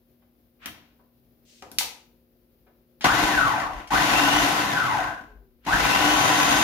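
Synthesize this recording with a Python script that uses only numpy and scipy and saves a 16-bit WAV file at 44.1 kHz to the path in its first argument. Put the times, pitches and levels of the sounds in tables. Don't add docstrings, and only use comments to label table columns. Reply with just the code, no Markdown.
import sys
import numpy as np
from scipy import signal
from scipy.fft import rfft, irfft, next_fast_len
from scipy.io import wavfile
from scipy.ndimage import uniform_filter1d

SR = 44100
rng = np.random.default_rng(int(sys.argv[2]) if len(sys.argv) > 2 else 0)


def store_pcm(level_fs):
    pcm = np.round(np.clip(level_fs, -1, 1) * 32767).astype(np.int16)
    wavfile.write(sys.argv[1], SR, np.atleast_2d(pcm).T)


def gain_from_db(level_db):
    decades = np.asarray(level_db, float) / 20
    return 10 ** decades


N = 292486
SIZE = next_fast_len(N)
HZ = np.maximum(np.fft.rfftfreq(SIZE, 1 / SR), 1)

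# (f/Hz, level/dB per Hz)
QUIET_COLOUR = [(25, -92), (52, -82), (80, -92), (120, -89), (200, -93), (400, -94), (600, -99),
                (900, -110), (2000, -113), (5000, -116), (8300, -128), (10500, -115), (14500, -106),
                (16500, -107)]
# (f/Hz, level/dB, sway/dB)
FRIDGE = [(239.3, -67, 1.2), (355, -79, 4), (527, -80, 4)]
# (f/Hz, correlation)
LIKENESS = [(30, .92), (130, .85), (290, .83), (640, .5), (1400, .05), (15000, 0)]
# (f/Hz, t60/s)
KITCHEN_T60 = [(200, .5), (1000, .46), (4000, .38), (12000, .29)]
# ([(t/s, level/dB), ..], centre f/Hz)
RUBS = [
    ([(.59, -76), (.63, -48.5), (.655, -46), (.68, -41.5)], 1700),
    ([(1.45, -68), (1.5, -58), (1.6, -59), (1.7, -69.5), (1.78, -62.5)], 4100),
    ([(5.6, -84.5), (5.63, -70.5), (5.65, -54), (5.67, -46)], 1800),
]
# (t/s, snap level/dB, snap f/Hz, snap t60/s, bowl ring level/dB)
NUDGES = [(.215, -54, 1050, .1, -64), (.99, -46, 600, .08, -51), (1.94, -48, 400, .08, -52),
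          (1.96, -52, 4500, .15, -70), (2.662, -45, 800, .1, -54), (5.285, -42, 270, .07, -62),
          (5.345, -40, 260, .08, -58)]
# (t/s, snap level/dB, snap f/Hz, snap t60/s, bowl ring level/dB)
KNOCKS = [(.6585, -23, 2140, 0.022, -44), (.659, -23, 12900, 0.004, -80), (0.699, -51, 1900, 0.72, -63),
          (.745, -46, 1540, 0.046, -61), (1.623, -30, 754, 0.054, -48.5),
          (1.6235, -33, 3950, 0.0059, -77.5), (1.716, -29.5, 5900, 0.006, -49.5),
          (1.7855, -0.5, 4950, 0.0059, -56), (1.7885, -18.5, 4800, .004, -49),
          (1.7856, -14, 13000, .002, -75), (1.808, -21, 1400, .03, -50), (3.009, -32, 2400, 0.41, -48),
          (3.043, -9, 3020, 0.011, -36), (3.6, -29, 3800, 0.025, -36), (3.874, -39.5, 3886, 0.064, -81),
          (5.21, -50.5, 3193, .04, -50.5), (5.65, -40.5, 2993, 0.068, -55), (5.672, -34, 1500, 0.034, -40)]
# (f/Hz, width/Hz, level over colour/dB)
BOWL_MODES = [(52.7, 8.1, 25), (133, 20, -6.5), (295.2, 23, 17.5), (315, 18, 1), (707, 35, 8.5),
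              (786, 120, 8.5), (1005, 34, 15), (1120, 22, 14), (1333, 60, 10.5), (1504, 53, 14.5),
              (1822, 95, 6), (2005, 92, 8), (2510, 53, 2), (2730, 63, 4.5), (3060, 21, -0.5),
              (3683, 130, 1)]
# (f/Hz, level/dB per Hz)
CHURN_COLOUR = [(25, -12.5), (80, -17.5), (128, -4.5), (300, -9.5), (500, -8), (800, -3.5), (1280, -8.5),
                (2040, -6.5), (3000, -2.5), (5000, -7.5), (7000, -9), (7600, -17), (12600, -13),
                (16500, -13.5)]
# (on t/s, off t/s, free tooth rate f/Hz, spin-up/s, coast/s)
PULSES = [
    (3.003, 3.250, 2533, 0.11, .477),
    (3.865, 4.432, 3043, 0.14, 1.5),
    (5.624, 7.0, 3187, .162, .8),
]
FRICTION_HZ_PER_S = [1700, 2850, 1900]
# (t/s, f/Hz, level/dB)
SPINDLE = [(5.24, 441.6, -78), (5.29, 426, -55), (5.38, 415, -64), (5.45, 388, -64.5), (5.58, 369, -77)]
# (tooth rate f/Hz, level/dB)
CLATTER = [(30, -49), (300, -36.5), (700, -35), (1200, -38.5), (2000, -47.5), (3200, -61)]
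# (f/Hz, width/Hz)
HOUSING = (1540, 190)
# (t/s, level/dB)
LOAD = [(3.04, 15), (3.05, -4), (3.11, -7.5), (3.23, -6), (3.4, -3.5), (3.62, -1), (3.72, -3), (3.8, 7),
        (3.905, -12), (3.935, -6.5), (4.15, -7.5), (4.4, -8), (4.8, -6.5), (5.14, 2), (5.66, -11),
        (5.69, -9.5), (6.08, -8), (6.63, -7)]
# (full-speed level/dB, level/dB per speed doubling, stall torque level/dB)
LAYERS = [
    ((595.5, 2348.5, 0.84), (-22.5, 8, 10)),
    ((82, 611.5, 0.65), (-30.5, 7.5, 13)),
    ((2304, 12006, 0.48), (-28, 9.5, 12.5)),
    ((-5, 33.5, 1), (-50.5, 9, 3)),
]
# (t/s, added counter thud level/dB)
ROCKS = [(3.104, 20), (3.232, 20), (3.404, 17), (3.64, 14), (3.754, 23.5), (3.933, 14), (3.985, 6),
         (4.157, 12), (4.357, 6), (4.401, 9), (4.659, 5), (5.03, 12), (5.36, 10), (5.733, 21), (5.833, 21),
         (5.987, 14), (6.077, -4), (6.141, 9), (6.207, 2), (6.538, 12)]
# (tooth rate f/Hz, driven whine level/dB, coasting whine level/dB,
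# overtone level/dB, rotor shake level/dB)
WHINE = [(200, -75, -75, -55, -70), (600, -45, -41, -30, -60), (850, -27, -27, -37, -56),
         (1250, -17, -23.5, -44, -30), (1600, -18, -23, -43, -33), (1950, -35, -48, -42, -42),
         (2650, -22.5, -52, -38, -44), (3200, -31, -52, -31, -44)]
# (multiple of tooth rate, level/dB)
OVERTONES = [(2, 3), (3, -3), (4, -10)]

QUIET_DB, LEFT_DB = -63, 1.8
HAND_HZ = 60
ENGAGE_S = .039
FULL_HZ = 3000
SETTLE_DB_PER_S = 134
ROCK_S = .055
TEETH = 10
TEETH_HEARD_ABOVE_HZ = 620


def rms_one(x):
    return x / np.sqrt(np.mean(x ** 2) + 1e-20)


def in_time(rows, rise_s=0.0021):
    s, *columns = np.transpose(rows)
    t = np.arange(N) / SR
    opening = np.clip((t - s[0]) / rise_s, 0, 1)
    closing = np.clip((s[-1] + 0.026 - t) / 0.022, 0, 1)
    return [opening * closing] + [np.interp(t, s, c) for c in columns]


def at_hz(points, hz):
    points = np.array(points)
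    return np.interp(np.log(hz), np.log(points[:, 0]), points[:, 1])


def drift(rate_hz):
    r = np.exp(-16 * np.pi * rate_hz / SR)
    white = rng.standard_normal(N // 8 + 4002)
    slow = signal.lfilter([1], [1, -2 * r, r * r], white)[4000:]
    return np.interp(np.arange(N) / 8, np.arange(len(slow)), rms_one(slow))


def band(low_hz, high_hz):
    return 1 / np.sqrt((1 + (low_hz / HZ) ** 8) * (1 + (HZ / high_hz) ** 8))


def octave_filter(low_hz, high_hz, x):
    return signal.sosfilt(signal.butter(2, [low_hz, high_hz], "band", fs=SR, output="sos"), x)


def stereo_noise(gain, strength=1):
    mid, side = rfft(strength * rng.standard_normal((2, N)), SIZE) * gain
    alike = at_hz(LIKENESS, HZ)
    spectrum = np.sqrt(1 + alike) * mid + np.sqrt(1 - alike) * side * [[1], [-1]]
    return rms_one(irfft(spectrum, SIZE)[:, :N])


def room_tone():
    t = np.arange(N) / SR
    hum = 0
    for hz, db, sway_db in FRIDGE:
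        hum = hum + gain_from_db(db + sway_db * drift(2.4)) * np.sqrt(2) * np.sin(2 * np.pi * hz * t)
    return hum + gain_from_db(QUIET_DB) * stereo_noise(gain_from_db(at_hz(QUIET_COLOUR, HZ)), gain_from_db(drift(9)))


def kitchen(x, wet_db):
    t = np.arange(SR // 2) / SR
    tail = 0
    for low_hz in 100 * 2 ** np.arange(0, 7.5, 1.0):
        noise = rng.standard_normal((2, len(t))) + 2 * (low_hz < 500) * rng.standard_normal(len(t))
        part = octave_filter(low_hz * (low_hz > 100) + 20, min(2 * low_hz, 20000), noise)
        tail = tail + part * gain_from_db(-60 * t / at_hz(KITCHEN_T60, 1.4 * low_hz))
    tail = tail * (1 + 1.5 * gain_from_db(-60 * t / 0.015))
    tail = gain_from_db(wet_db) * tail * np.clip(t / 0.00067, 0, 1) / np.sqrt(np.sum(tail ** 2) / 2)
    tail[0, 4] += 1
    tail[1, 0] += 1
    return signal.fftconvolve(x[None], tail, axes=1)[:, :N]


def fingers():
    out = 0
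    for rows, hz in RUBS:
        gate, db = in_time(rows)
        colour = band(40, 16000) / (1 + (np.log(HZ / hz) / .7) ** 4)
        out = out + gate * gain_from_db(db) * stereo_noise(colour)
    return out


def bowl_ring(t):
    ring = 0
    for mode_hz, width_hz, db in BOWL_MODES[2:10]:
        decay = np.exp(-np.pi * (width_hz + HAND_HZ) * t)
        ring = ring + gain_from_db(db - 16.5 + rng.normal(0, 2.5)) * decay * np.sin(2 * np.pi * mode_hz * t)
    return ring


def knocks(table, rise_s):
    out, t = np.zeros(N), np.arange(SR // 4) / SR
    for s, snap_db, hz, t60_s, ring_db in table:
        grit = min(1, t60_s / .015)
        swell = np.sin(np.pi / 2 * np.clip(t / rise_s, 0, 1)) ** 2
        burst = grit * rng.standard_normal(len(t)) * gain_from_db(-60 * t / t60_s) * swell
        burst[round(rise_s * SR)] += 5 * (rise_s < .001)
        snap = octave_filter(hz / 2.2, min(hz * 2.1, 19000), burst)
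        ring = bowl_ring(t) * np.clip(t / rise_s, 0, 1)
        at = round(s * SR)
        out[at:at + len(t)] += gain_from_db(snap_db) * snap + gain_from_db(ring_db) * ring
    dip = 1 - 0.55 / (1 + ((HZ - 8200) / 900) ** 2)
    return irfft(rfft(out, SIZE) * dip, SIZE)[:N]


def spindle():
    gate, hz, db = in_time(SPINDLE)
    return gate * gain_from_db(db + 2.5 * drift(22)) * np.sin(2 * np.pi * np.cumsum(hz) / SR)


def motor():
    t = np.arange(N) / SR
    hz, torque, loaded = np.zeros((3, N))
    for (on, off, free_hz, spin_s, coast_s), friction in zip(PULSES, FRICTION_HZ_PER_S):
        climb = free_hz * (1 - np.exp(-(np.clip(t, on, off) - on) / spin_s))
        dry_hz = friction * coast_s
        fall = (climb + dry_hz) * np.exp(-np.maximum(t - off, 0) / coast_s) - dry_hz
        engaged = t > on + ENGAGE_S
        hz = np.where(engaged, np.maximum(fall, 1), hz)
        torque = np.where(engaged, (t < off) * (1.001 - climb / free_hz), torque)
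        loaded = np.where(engaged, np.clip((t - on - ENGAGE_S) / 0.0015, 0, 1), loaded)
    return np.maximum(hz, 1), uniform_filter1d(torque, size=441), loaded


def settle(db):
    t = np.arange(N) / SR
    hz, _, loaded = motor()
    db = np.where(hz > 1, db + 20 * np.log10(np.abs(loaded) + 1e-6), -150)
    return gain_from_db(np.maximum.accumulate(db + SETTLE_DB_PER_S * t) - SETTLE_DB_PER_S * t)


def clatter():
    centre_hz, width_hz = HOUSING
    resonance = 1 / (1 + (2 * (HZ - centre_hz) / width_hz) ** 2)
    noise = stereo_noise(resonance, gain_from_db(1.0 * drift(40)))
    hz, torque, _ = motor()
    return noise * settle(at_hz(CLATTER, hz) - 40 * (torque > 0))


def bowl_gain(hz):
    peaks = 0
    for centre_hz, width_hz, db in BOWL_MODES:
        peaks = peaks + gain_from_db(db) ** 2 / (1 + (2 * (hz - centre_hz) / width_hz) ** 2)
    return gain_from_db(at_hz(CHURN_COLOUR, hz)) * np.sqrt(1 + peaks)


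def churn_level(full_db, octave_db, stall_db):
    hz, torque, _ = motor()
    return full_db + octave_db * np.log2(hz / FULL_HZ) + stall_db * torque


def churn():
    t = np.arange(N) / SR
    hits = (rng.random(N) < 250 / SR) * rng.exponential(1, N)
    strikes = signal.lfilter([1], [1, -.985], hits)
    lumps = gain_from_db(0.53 * drift(27))
    layers, gains = [], []
    for (low_hz, high_hz, share), levels in LAYERS:
        strength = lumps * np.sqrt(1 + abs(share) * strikes)
        layers.append(stereo_noise(bowl_gain(HZ) * band(low_hz, high_hz), strength))
        gains.append(settle(churn_level(*levels) + in_time(LOAD)[1]))
    rock_db = sum(db * np.exp(-((t - s) / ROCK_S) ** 2) for s, db in ROCKS)
    gains[-1] = (gain_from_db(-63) * (t > 3) + gains[-1]) * gain_from_db(rock_db)
    return sum(gain * layer for gain, layer in zip(gains, layers))


def gears():
    speed, torque, gate = motor()
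    rate, *columns = np.transpose(WHINE)
    driven_db, coasting_db, over_db, rotor_db = [np.interp(speed, rate, c) for c in columns]
    driven = uniform_filter1d(1.0 * (torque > 0), size=2000)
    whine_db = driven * driven_db + (1 - driven) * coasting_db
    hz = np.maximum(speed * (1 + .004 * drift(30)) + 13 * drift(200), 30)
    turns = 2 * np.pi * np.cumsum(hz) / SR
    radiated = bowl_gain(HZ) * gain_from_db(-.6 * at_hz(CHURN_COLOUR, HZ))
    teeth = gain_from_db(2) * radiated ** 0.75 * band(TEETH_HEARD_ABOVE_HZ, SR)
    orders = [(1, whine_db, teeth), (1 / TEETH, rotor_db, radiated)]
    orders += [(k, db + over_db, teeth) for k, db in OVERTONES]
    tones = 0
    for k, db, gain in orders:
        level = gain_from_db(db + 3 * drift(92)) * np.interp(k * hz, HZ, gain)
        tones = tones + level * np.sin(k * turns)
    runout = 1 + .5 * np.sin(turns / TEETH)
    return gate * (speed > 1) * gain_from_db(-10) * tones * runout


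def scene():
    touches = knocks(KNOCKS, rise_s=.0002) + knocks(NUDGES, rise_s=.012)
    echoed = kitchen(gears(), wet_db=2) + kitchen(touches, wet_db=3)
    near = echoed + gain_from_db(9.0) * churn() + clatter() + spindle() + fingers()
    held_db = np.interp(np.arange(N) / SR, [3.0, 3.1], [0, -2])
    return (near + gain_from_db(held_db) * room_tone()) * gain_from_db(np.array([[LEFT_DB], [-LEFT_DB]]))


def low_pass(x):
    return signal.sosfilt(signal.butter(12, 16800, fs=SR, output="sos"), x)


def record(dry):
    heard = signal.sosfilt(signal.butter(4, 44, "high", fs=SR, output="sos"), dry)
    heard = .95 * np.tanh(heard / .95)
    mix = signal.sosfilt(signal.cheby2(12, 70, 16800, fs=SR, output="sos"), heard)
    return low_pass(mix)


dry = scene()
out = record(dry)
store_pcm(out)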